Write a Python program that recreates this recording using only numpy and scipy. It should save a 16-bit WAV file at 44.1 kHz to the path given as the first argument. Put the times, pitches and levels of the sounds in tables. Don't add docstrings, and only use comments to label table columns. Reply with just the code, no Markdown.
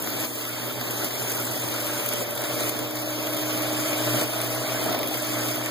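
import sys
import numpy as np
from scipy import signal
from scipy.fft import rfft, irfft, next_fast_len
from scipy.io import wavfile
from scipy.ndimage import uniform_filter1d, map_coordinates

SR = 44100
rng = np.random.default_rng(int(sys.argv[2]) if len(sys.argv) > 2 else 0)


def gain_from_db(level_db):
    decades = np.asarray(level_db, float) / 20
    return 10 ** decades


def put_to_file(sound):
    columns = np.atleast_2d(sound).T
    safe = np.clip(columns, -1, 1)
    whole_steps = np.round(safe * 32767)
    wavfile.write(sys.argv[1], SR, whole_steps.astype(np.int16))


N = 251370
T = np.arange(N) / SR
SHAFT_HZ = 13.967
HIGH_TOOTH_TURN = 0.96


def unit(x):
    return x / np.sqrt(np.mean(x ** 2) + 1e-20)


def along(points, hz):
    f, v = np.transpose(points)
    return np.interp(np.log(hz + 1), np.log(f + 1), v)


def curves(rows):
    s, *cols = np.transpose(rows)
    return [np.interp(T, s, c) for c in cols]


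def wobble(rate_hz):
    fine = np.arange(0, N / SR * rate_hz + 1, 1 / 8)
    knots = rng.standard_normal(int(N * rate_hz / SR) + 4)
    return np.interp(T * rate_hz, fine, map_coordinates(knots, [fine]))


def tooth_beat():
    return np.cos(2 * 2 * np.pi * (SHAFT_HZ * T - HIGH_TOOTH_TURN))


# frequency in Hz, ratio in dB.
APART = [(40, -24.5), (100, -16.5), (250, -13), (600, -5.5), (900, -6.5), (1100, 2), (1300, -38),
         (1500, -17), (1650, 8), (2300, -2), (3000, -3), (5000, -1), (15000, 1)]


def coloured(pair, spectrum):
    m = next_fast_len(N + 8192)
    hz = np.fft.rfftfreq(m, 1 / SR)
    gain = gain_from_db(along(spectrum, hz)) * [np.ones_like(hz), gain_from_db(along(APART, hz))]
    return irfft(rfft(pair, m) * gain, m)[:, :N]


def rush(spectrum, patchy_db, speckle_db):
    z = signal.stft(rng.standard_normal((2, N)), nperseg=512)[2]

    def field(size):
        grain = rng.standard_normal(z.shape[1:])
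        return unit(uniform_filter1d(uniform_filter1d(grain, size, 0), size, 1))

    gain = gain_from_db(patchy_db * field(10) + speckle_db * field(3))
    pair = coloured(signal.istft(z * gain, nperseg=512)[1][:, :N], spectrum)
    return pair / np.std(pair[0])


def tone(hz, db, sway_db, lead=None):
    if lead is None:
        lead = 2 * np.pi * rng.random()
    turn = 2 * np.pi * hz * T + lead
    across = gain_from_db(along(APART, hz) - 12.0 + sway_db * wobble(1.63))
    level = np.sqrt(2) * gain_from_db(db + sway_db * wobble(1.636))
    return level * np.array([np.sin(turn), across * np.sin(turn + 0.315 * wobble(0.826))])


def bursts(rows, t60_s):
    t = np.arange(1024) / SR
    out = np.zeros((2, N + len(t)))
    noise = rng.standard_normal((len(rows), 2, len(t)))
    shape = gain_from_db(-60 * t / t60_s) * (1 - np.exp(-t / 0.00047))
    for (s, db), puff in zip(rows, noise):
        out[:, round(s * SR):][:, :len(t)] += gain_from_db(db) * shape * puff / np.linalg.norm(shape * puff[0])
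    return out[:, :N]


# frequency in Hz, density in dB per Hz.
RUMBLE = [(25, -28.5), (40, -7), (70, -10.5), (100, 2), (170, -3.5), (250, 2), (400, -1), (680, -6),
          (950, -11.5), (1400, -20.5), (2000, -120)]
WHIRR = [(400, -120), (700, -15), (1000, -2.5), (1400, 2), (1800, -2.5), (2300, 2), (3200, 1.5),
         (4100, -4.5), (5000, -2.5), (6500, -10), (9000, -120)]


def rollers(gain_db, rumble_db, whirr_db):
    rumble_level = gain_from_db(rumble_db - 2.5 + 0.8 * wobble(28) + 0.78 * tooth_beat())
    rumble = rumble_level * rush(RUMBLE, patchy_db=0.52, speckle_db=1.5)
    whirr = gain_from_db(whirr_db - 4 + 0.54 * wobble(35)) * rush(WHIRR, patchy_db=0.8541, speckle_db=2.0)
    return gain_from_db(gain_db) * (rumble + whirr)


# frequency in Hz, density in dB per Hz.
HISS = [(3000, -120), (4500, -26.5), (6000, 0.5), (9600, 1), (11500, 2), (14000, -21.5), (18000, -120)]
SIZZLE = [(7000, -120), (9500, -33.5), (12000, -0.5), (15000, 1.5), (20000, 4)]


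def air(gain_db, hiss_db):
    label_turn = 2 * np.pi * np.cumsum(46 + 3 * wobble(4.7)) / SR
    puffs = np.clip(np.sin(label_turn), 0, 1) ** 6 * abs(wobble(1.738))
    flutter_db = 2.67 * puffs + 1.093 * wobble(70) + 0.12 * wobble(5.0612)
    hiss = gain_from_db(hiss_db - 4) * rush(HISS, patchy_db=1.5, speckle_db=2.0)
    sizzle = gain_from_db(-4.5) * rush(SIZZLE, patchy_db=0.84, speckle_db=1.5)
    return gain_from_db(gain_db + flutter_db) * (hiss + sizzle)


# start in seconds, peak in dB, low part in dB relative to the peak.
TICKS = [(0.0231, -22, -21), (0.1987, -23.5, -10), (0.4918, -24, -14.5), (0.9085, -21, -11.5),
         (1.0445, -19, -17.5), (1.3021, -24.5, -6), (1.3171, -17, -10), (1.3863, -31, -9),
         (1.436, -32.5, -5), (1.4506, -17.5, -19), (1.5206, -21, -21.5), (2.0606, -17, -9),
         (2.0877, -17, -12), (2.135, -18.5, -14.5), (2.1811, -26.5, -16), (2.3077, -19, -13),
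         (2.3514, -23, -23.5), (2.3737, -26.5, -15), (2.4177, -18.5, -24.5), (2.4384, -22, -8.5),
         (2.605, -20, -16.5), (2.693, -19, -7), (2.764, -21.5, -9), (2.7897, -20.5, -8.5),
         (2.827, -25, -13.5), (2.8469, -30, -17.5), (2.909, -21.5, -13.5), (2.9552, -21, -10),
         (2.9986, -22.5, -12), (3.0175, -22, -8.5), (3.2695, -24, -1), (3.3453, -20.5, -10.5),
         (3.3662, -20.5, -7.5), (3.3865, -23, -5.5), (3.482, -29, -14), (3.5272, -25.5, -11),
         (3.5742, -19.5, -14.5), (3.6203, -22, -14), (4.2112, -21.5, -2.5), (4.3332, -19, -8),
         (4.4144, -16, -11.5), (4.4443, -19.5, -16.5), (4.5014, -22.5, -18.5), (4.5281, -32, -13.5),
         (4.5486, -22, -13.5), (4.813, -20.5, -18.5), (4.8397, -21.5, -10.5), (4.8585, -20, -15.5),
         (4.9471, -26.5, 3.5), (4.99, -21, -5.5), (5.0302, -21, -1), (5.0732, -18, -11),
         (5.1432, -20.5, -9), (5.4254, -33.5, -12), (5.4846, -21, -3.5), (5.5565, -19.5, -8),
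         (5.6378, -29.5, -14), (5.6595, -18.5, -14)]


def web():
    strays, stray_db, spread_db, stray_low_db = 20, -25.5, 1.5, -0.5
    snaps = list(TICKS)
    for k, (late, size) in enumerate(rng.random((strays, 2))):
        snaps.append(((k + late) * N / SR / strays, stray_db + spread_db * (2 * size - 1), stray_low_db))
    bright = bursts([(s, db + 9.5) for s, db, low in snaps], t60_s=0.016)
    dull = bursts([(s, db + low + 20.5) for s, db, low in snaps], t60_s=0.037)
    bright_spectrum = [(2500, -30.5), (5000, -10.0), (9000, 2.5), (20000, 4)]  # (Hz, dB)
    return coloured(bright, bright_spectrum) + coloured(dull, WHIRR)


# start in seconds, peak in dB, ring in Hz.
KNOCKS = [
    (2.216, -15.5, 569),
    (2.228, -10, 562),
    (2.814, -13, 570),
    (3.929, -9.5, 652),
    (4.871, -20.5, 729),
    (4.915, -11, 685),
    (4.945, -7, 669),
    (5.369, -10, 630),
    (5.509, -16, 600),
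    (5.579, -14.5, 625),
]


def knocks():
    t = np.arange(2048) / SR
    blows = np.zeros((2, N + 2048))
    for s, db, hz in KNOCKS:
        ring = gain_from_db(db - 8.0 - 60 * t / 0.02295) * (1 - np.exp(-t / 0.0021)) * np.sin(2 * np.pi * hz * t)
        blows[:, round(s * SR):][:, :len(t)] -= ring * [[1], [.3]]
    return blows[:, :N]


# time in seconds, hum level in dB.
HUM = [(0, -50), (.8, -47), (1.02, -48), (1.09, -56.5), (1.2, -42), (1.32, -48.5), (1.42, -43),
       (2.1, -46.5), (2.55, -43), (3.25, -46), (3.7, -41), (3.95, -48), (4.1, -37.5), (4.3, -46.5),
       (4.5, -41), (5.2, -45.5), (5.4, -37.5), (5.7, -45)]
SLIP = [-13, -13.5, -9.5, -11.5]
THROBS = [-.2, .26, .73, 1.185, 1.565, 2.01, 2.47, 2.915, 3.39, 3.86, 4.205, 4.665, 5.115, 5.565, 5.99]


def motor():
    slip = 2 * np.pi * np.interp(T, THROBS, np.arange(len(THROBS)))
    beat = 1 - sum(gain_from_db(db) * np.exp(1j * k * slip) for k, db in enumerate(SLIP, start=1))
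    hum = abs(beat) * tone(120.04, curves(HUM)[0] + 11.04, sway_db=1.73, lead=np.angle(beat))
    return hum + tone(240.1, -51, sway_db=2.5)


# time in seconds, small gear, large gear, housing rattle in dB.
GEARS = [(0.0, -47.5, -51.5, -47.5), (0.13, -46.5, -52.5, -40), (0.43, -48.5, -61.5, -52.5),
         (0.71, -53, -53, -50.5), (1.06, -46, -51, -49.5), (1.13, -66.5, -50, -50.5),
         (1.41, -45, -50, -46.5), (1.98, -43, -41.5, -55), (2.11, -70.5, -44, -51.5),
         (2.5, -41.5, -43, -31.5), (2.78, -42, -48, -40), (2.95, -40, -42.5, -29.5),
         (3.71, -36.5, -46.5, -32), (4.24, -37, -48.5, -30.5), (4.4, -43, -56.5, -34.5),
         (4.98, -40.5, -63, -33.5), (5.48, -38, -64.5, -32), (5.7, -40, -58, -28)]
TEETH = [23, 23, 24, 24, 36, 43, 43, 44, 44, 44, 45, 45, 45, 46, 46, 46, 46, 47, 47, 47, 48, 48, 49, 49, 51,
         56, 59, 59, 80, 80, 42, 44, 46, 48]
# peak in dB, its time in seconds, 6 dB down after seconds.
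MESH = [(-45.5, 0.25, .5), (-43, 4.196, 0.23), (-47, 2.32, 1.14), (-47.5, 5.83, 1), (-54, 2.06, 1),
        (-51, 1.48, .5), (-43.5, 4.79, 1.17), (-53.5, 0.68, 1.85), (-47, 2.51, 0.17), (-49.5, 5.6, 0.8),
        (-48, 2.81, 1), (-49.5, 4.32, -0.07), (-53, 5.01, -0.84), (-50.5, 0.24, -0.14), (-53, 1.45, 0.49),
        (-46, 3.645, 0.63), (-43, 4.833, 0.21), (-52.5, 2.32, 0.17), (-46.5, 3.66, 0.38), (-56, 4.77, 0.85),
        (-43.5, 4.37, -0.07), (-50, 5.6, 1.37), (-56, 1.06, 0.27), (-54, 5, 0.63), (-51, 4.8, 0.62),
        (-53, 4.68, 0.41), (-54, 4, 1), (-59.5, 5, -0.02), (-53.5, 3.86, 1), (-52, 5.3, 0.04),
        (-48, 4.05, 0.2), (-46, 4.1, 0.2348), (-45.5, 4.5, 0.23), (-50, 3.95, 0.36)]
# multiple of the shaft rate, level in dB.
ORDERS = [(16, -62.5), (20, -52.5), (21, -52), (28, -59.5), (34, -53.5), (40, -80.5), (64, -64)]
# frequency in Hz, density in dB per Hz.
HOUSING = [(450, -120), (570, -12.5), (610, 8.5), (690, -6.5), (760, 0.5), (1000, -120)]


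def gears():
    small_db, large_db, rattle_db = curves(GEARS)

    def locked(k):
        return -2 * np.pi * k * HIGH_TOOTH_TURN + 1.15 * (k % 2)

    pinion_db = -45.5 - 12 * np.exp(-((T - 2.7) / .8) ** 2)
    small = tone(22 * SHAFT_HZ, small_db + 5, sway_db=0.5)
    pinion = tone(18 * SHAFT_HZ, pinion_db, sway_db=1.5)
    large = tone(42 * SHAFT_HZ, large_db + 1, sway_db=0.8, lead=locked(42))
    sidebands = 0
    for k, (db, s, wide_s) in zip(TEETH, MESH):
        near_db = db - 6 * ((T - s) / wide_s) ** 2
        sidebands = sidebands + tone(k * SHAFT_HZ, near_db, sway_db=0.22, lead=locked(k))
    rattle_level = gain_from_db(rattle_db + 0.5 * tooth_beat() - 15.5)
    rattle = rattle_level * rush(HOUSING, patchy_db=2.5, speckle_db=2.5)
    rise_db = 0.46 * T
    weak = sum(tone(k * SHAFT_HZ, db - 6.0 + rise_db, sway_db=4.5) for k, db in ORDERS)
    sideways_db = 3 * np.exp(-(T / 2) ** 2)
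    return (small + pinion + large + sidebands + rattle + weak) * gain_from_db([0 * T, sideways_db])


# time in seconds, noise loudness in dB, facing the air jets in dB.
NOISE = [(0, -33.5, -2.5), (.38, -33.5, -1), (.79, -36, -3), (1.2, -31, -1), (1.5, -32, -1.5),
         (1.9, -32, -0.5), (2.3, -34, -3), (2.55, -32, -0.5), (2.9, -34.5, -4), (3.1, -34, -0.5),
         (3.5, -32, -2), (3.9, -32, 0), (4.3, -32, -1.5), (4.75, -33, -0.5), (5.0, -34, -6),
         (5.2, -33.5, 1), (5.46, -32, -0.5), (5.7, -35.5, 0)]


def scene():
    loud_db, facing_db = curves(NOISE)
    rumble_db = -3 + 0.6985 * T - 0.854 * facing_db
    whirr_db = -4 + 0.6354 * T
    noise = rollers(loud_db, rumble_db, whirr_db) + air(loud_db, -5 + facing_db)
    mid, side = noise + web() + knocks() + motor() + gears()
    return np.array([mid + side, mid - side])


# snap time in seconds, rise in dB, creep in seconds.
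DUCKS = [
    (0.261, 4, 0.084),
    (.93, 0.5, 0.056),
    (1.083, 3, 0.61),
    (1.42, 1.5, 0.115),
    (2.237, 2, 0.202),
    (2.698, 3.5, 0.045),
    (2.86, 1.5, 0.26),
    (4.245, 3.5, 0.243),
    (4.955, 2, 0.146),
]


def riding():
    snap_s, overshoot, recover_s = 0.00834, 0.67, 0.155
    gain_db = 0
    for s, db, creep_s in DUCKS:
        fall = (1 + np.tanh((T - s) / snap_s)) / 2
        creep = (1 - fall) * np.exp(-abs(T - s) / creep_s)
        dip = overshoot * fall * np.exp(-abs(T - s) / recover_s)
        gain_db = gain_db + db * (creep - dip)
    return gain_db


# frequency in Hz, band level over step in dB.
STEPS = [(200, 36), (800, 18), (1600, 4.5), (3000, -.5), (5200, -1), (7600, -1), (10000, 0), (13000, 2),
         (16000, 0)]
# time in seconds, lowest frequency in Hz.
REFILLS = [
    (.275, 4000),
    (2.1, 10000),
    (2.31, 9000),
    (2.37, 4000),
    (2.605, 3500),
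    (2.7, 7000),
    (2.91, 4000),
    (4.82, 7500),
    (5.08, 4000),
]
# centre in seconds, half-length in seconds, centre in Hz, extra dB.
HUNGRY = [(.08, .13, 2500, 5), (.4, .16, 2600, 4), (.92, .16, 2700, 4), (1.5, .13, 2700, 5),
          (1.28, .09, 2700, 2), (2.1, .03, 2400, 7), (2.37, .05, 2600, 4.5), (2.56, .05, 2600, 5),
          (3.03, .07, 2700, 5), (3.7, 2.05, 2700, -1.5), (3.95, .35, 2700, -1.5), (1.8, .16, 2200, -3),
          (2.22, .07, 2700, -2), (.66, .08, 2200, -3), (4.48, .1, 2700, 4), (5.2, .08, 2600, 4),
          (3.2, .45, 8300, 5.5), (.75, .2, 11000, 4), (4.8, .9, 11000, 3), (.15, .2, 8300, 3),
          (.75, .17, 5500, 3), (2.85, 3, 15700, 4), (1.3, .45, 1100, 3)]


def starved(pair):
    block, grid = 1024, 925
    n, k = np.arange(2 * block), np.arange(block) + .5
    window = signal.windows.kaiser_bessel_derived(2 * block, 4 * np.pi)
    basis = np.sqrt(2 / block) * window * np.cos(np.pi / block * np.outer(k, n + .5 + block / 2))
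    blocks = N // block + 3
    halves = np.pad([pair[0] + pair[1], pair[0] - pair[1]], ((0, 0), (2 * block - grid, 4 * block)))
    halves = halves[:, :(blocks + 1) * block].reshape(2, -1, block)
    z = np.concatenate([halves[:, :-1], halves[:, 1:]], axis=2) @ basis.T
    hz = k * SR / 2 / block
    t = (np.arange(blocks)[:, None] * block + grid - block) / SR

    def banded(v, size):
        return np.repeat(v.reshape(*v.shape[:-1], -1, size).mean(-1), size, axis=-1)

    power = uniform_filter1d(banded(z ** 2, size=8), size=3, axis=1)
    mood = unit(banded(uniform_filter1d(rng.standard_normal(z.shape), size=3, axis=1), size=16))
    short_db = sum(db * (abs(t - s) < span_s) * (abs(hz - near_hz) < 700) for s, span_s, near_hz, db in HUNGRY)
    mask_db = -8 + short_db + 3.6 * mood
    weak = (power < power[::-1] * gain_from_db(mask_db) ** 2) & (hz > 800)
    step = np.sqrt(banded(power.sum(0), size=32)) * gain_from_db(1.5 * mood[0] - along(STEPS, hz)) + 1e-9
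    rounded = np.sign(z) * step * np.floor(abs(z / step) ** .75 + .4054) ** (4 / 3)
    sharp = sum((abs(t - s) < .014) & (hz > above_hz) for s, above_hz in REFILLS) > 0
    spill = gain_from_db(-10) * np.sqrt(power[::-1]) * rng.standard_normal(z.shape)
    back = np.where(sharp, np.where(weak, spill, z), rounded * ~weak) @ basis
    joined = back[:, 1:, :block] + back[:, :-1, block:]
    mid, side = joined.reshape(2, -1)[:, block - grid:][:, :N]
    return np.array([mid + side, mid - side]) / 2


def band_limit(x):
    return signal.sosfilt(signal.butter(12, 16860, fs=SR, output="sos"), x)


def record(dry):
    feed_lag, top_hz = 16, 15450
    late = np.pad(dry[::-1], ((0, 0), (feed_lag, 0)))[:, :N]
    wide = rfft(gain_from_db(riding()) * (dry - 1.0096 * late))
    hz = np.fft.rfftfreq(N, 1 / SR)
    band = gain_from_db(np.interp(hz, [top_hz, top_hz + 120, top_hz + 500], [0, -30, -70]))
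    mix = starved(irfft(wide * band, N))
    return band_limit(mix)


dry = scene()
out = record(dry)
put_to_file(out)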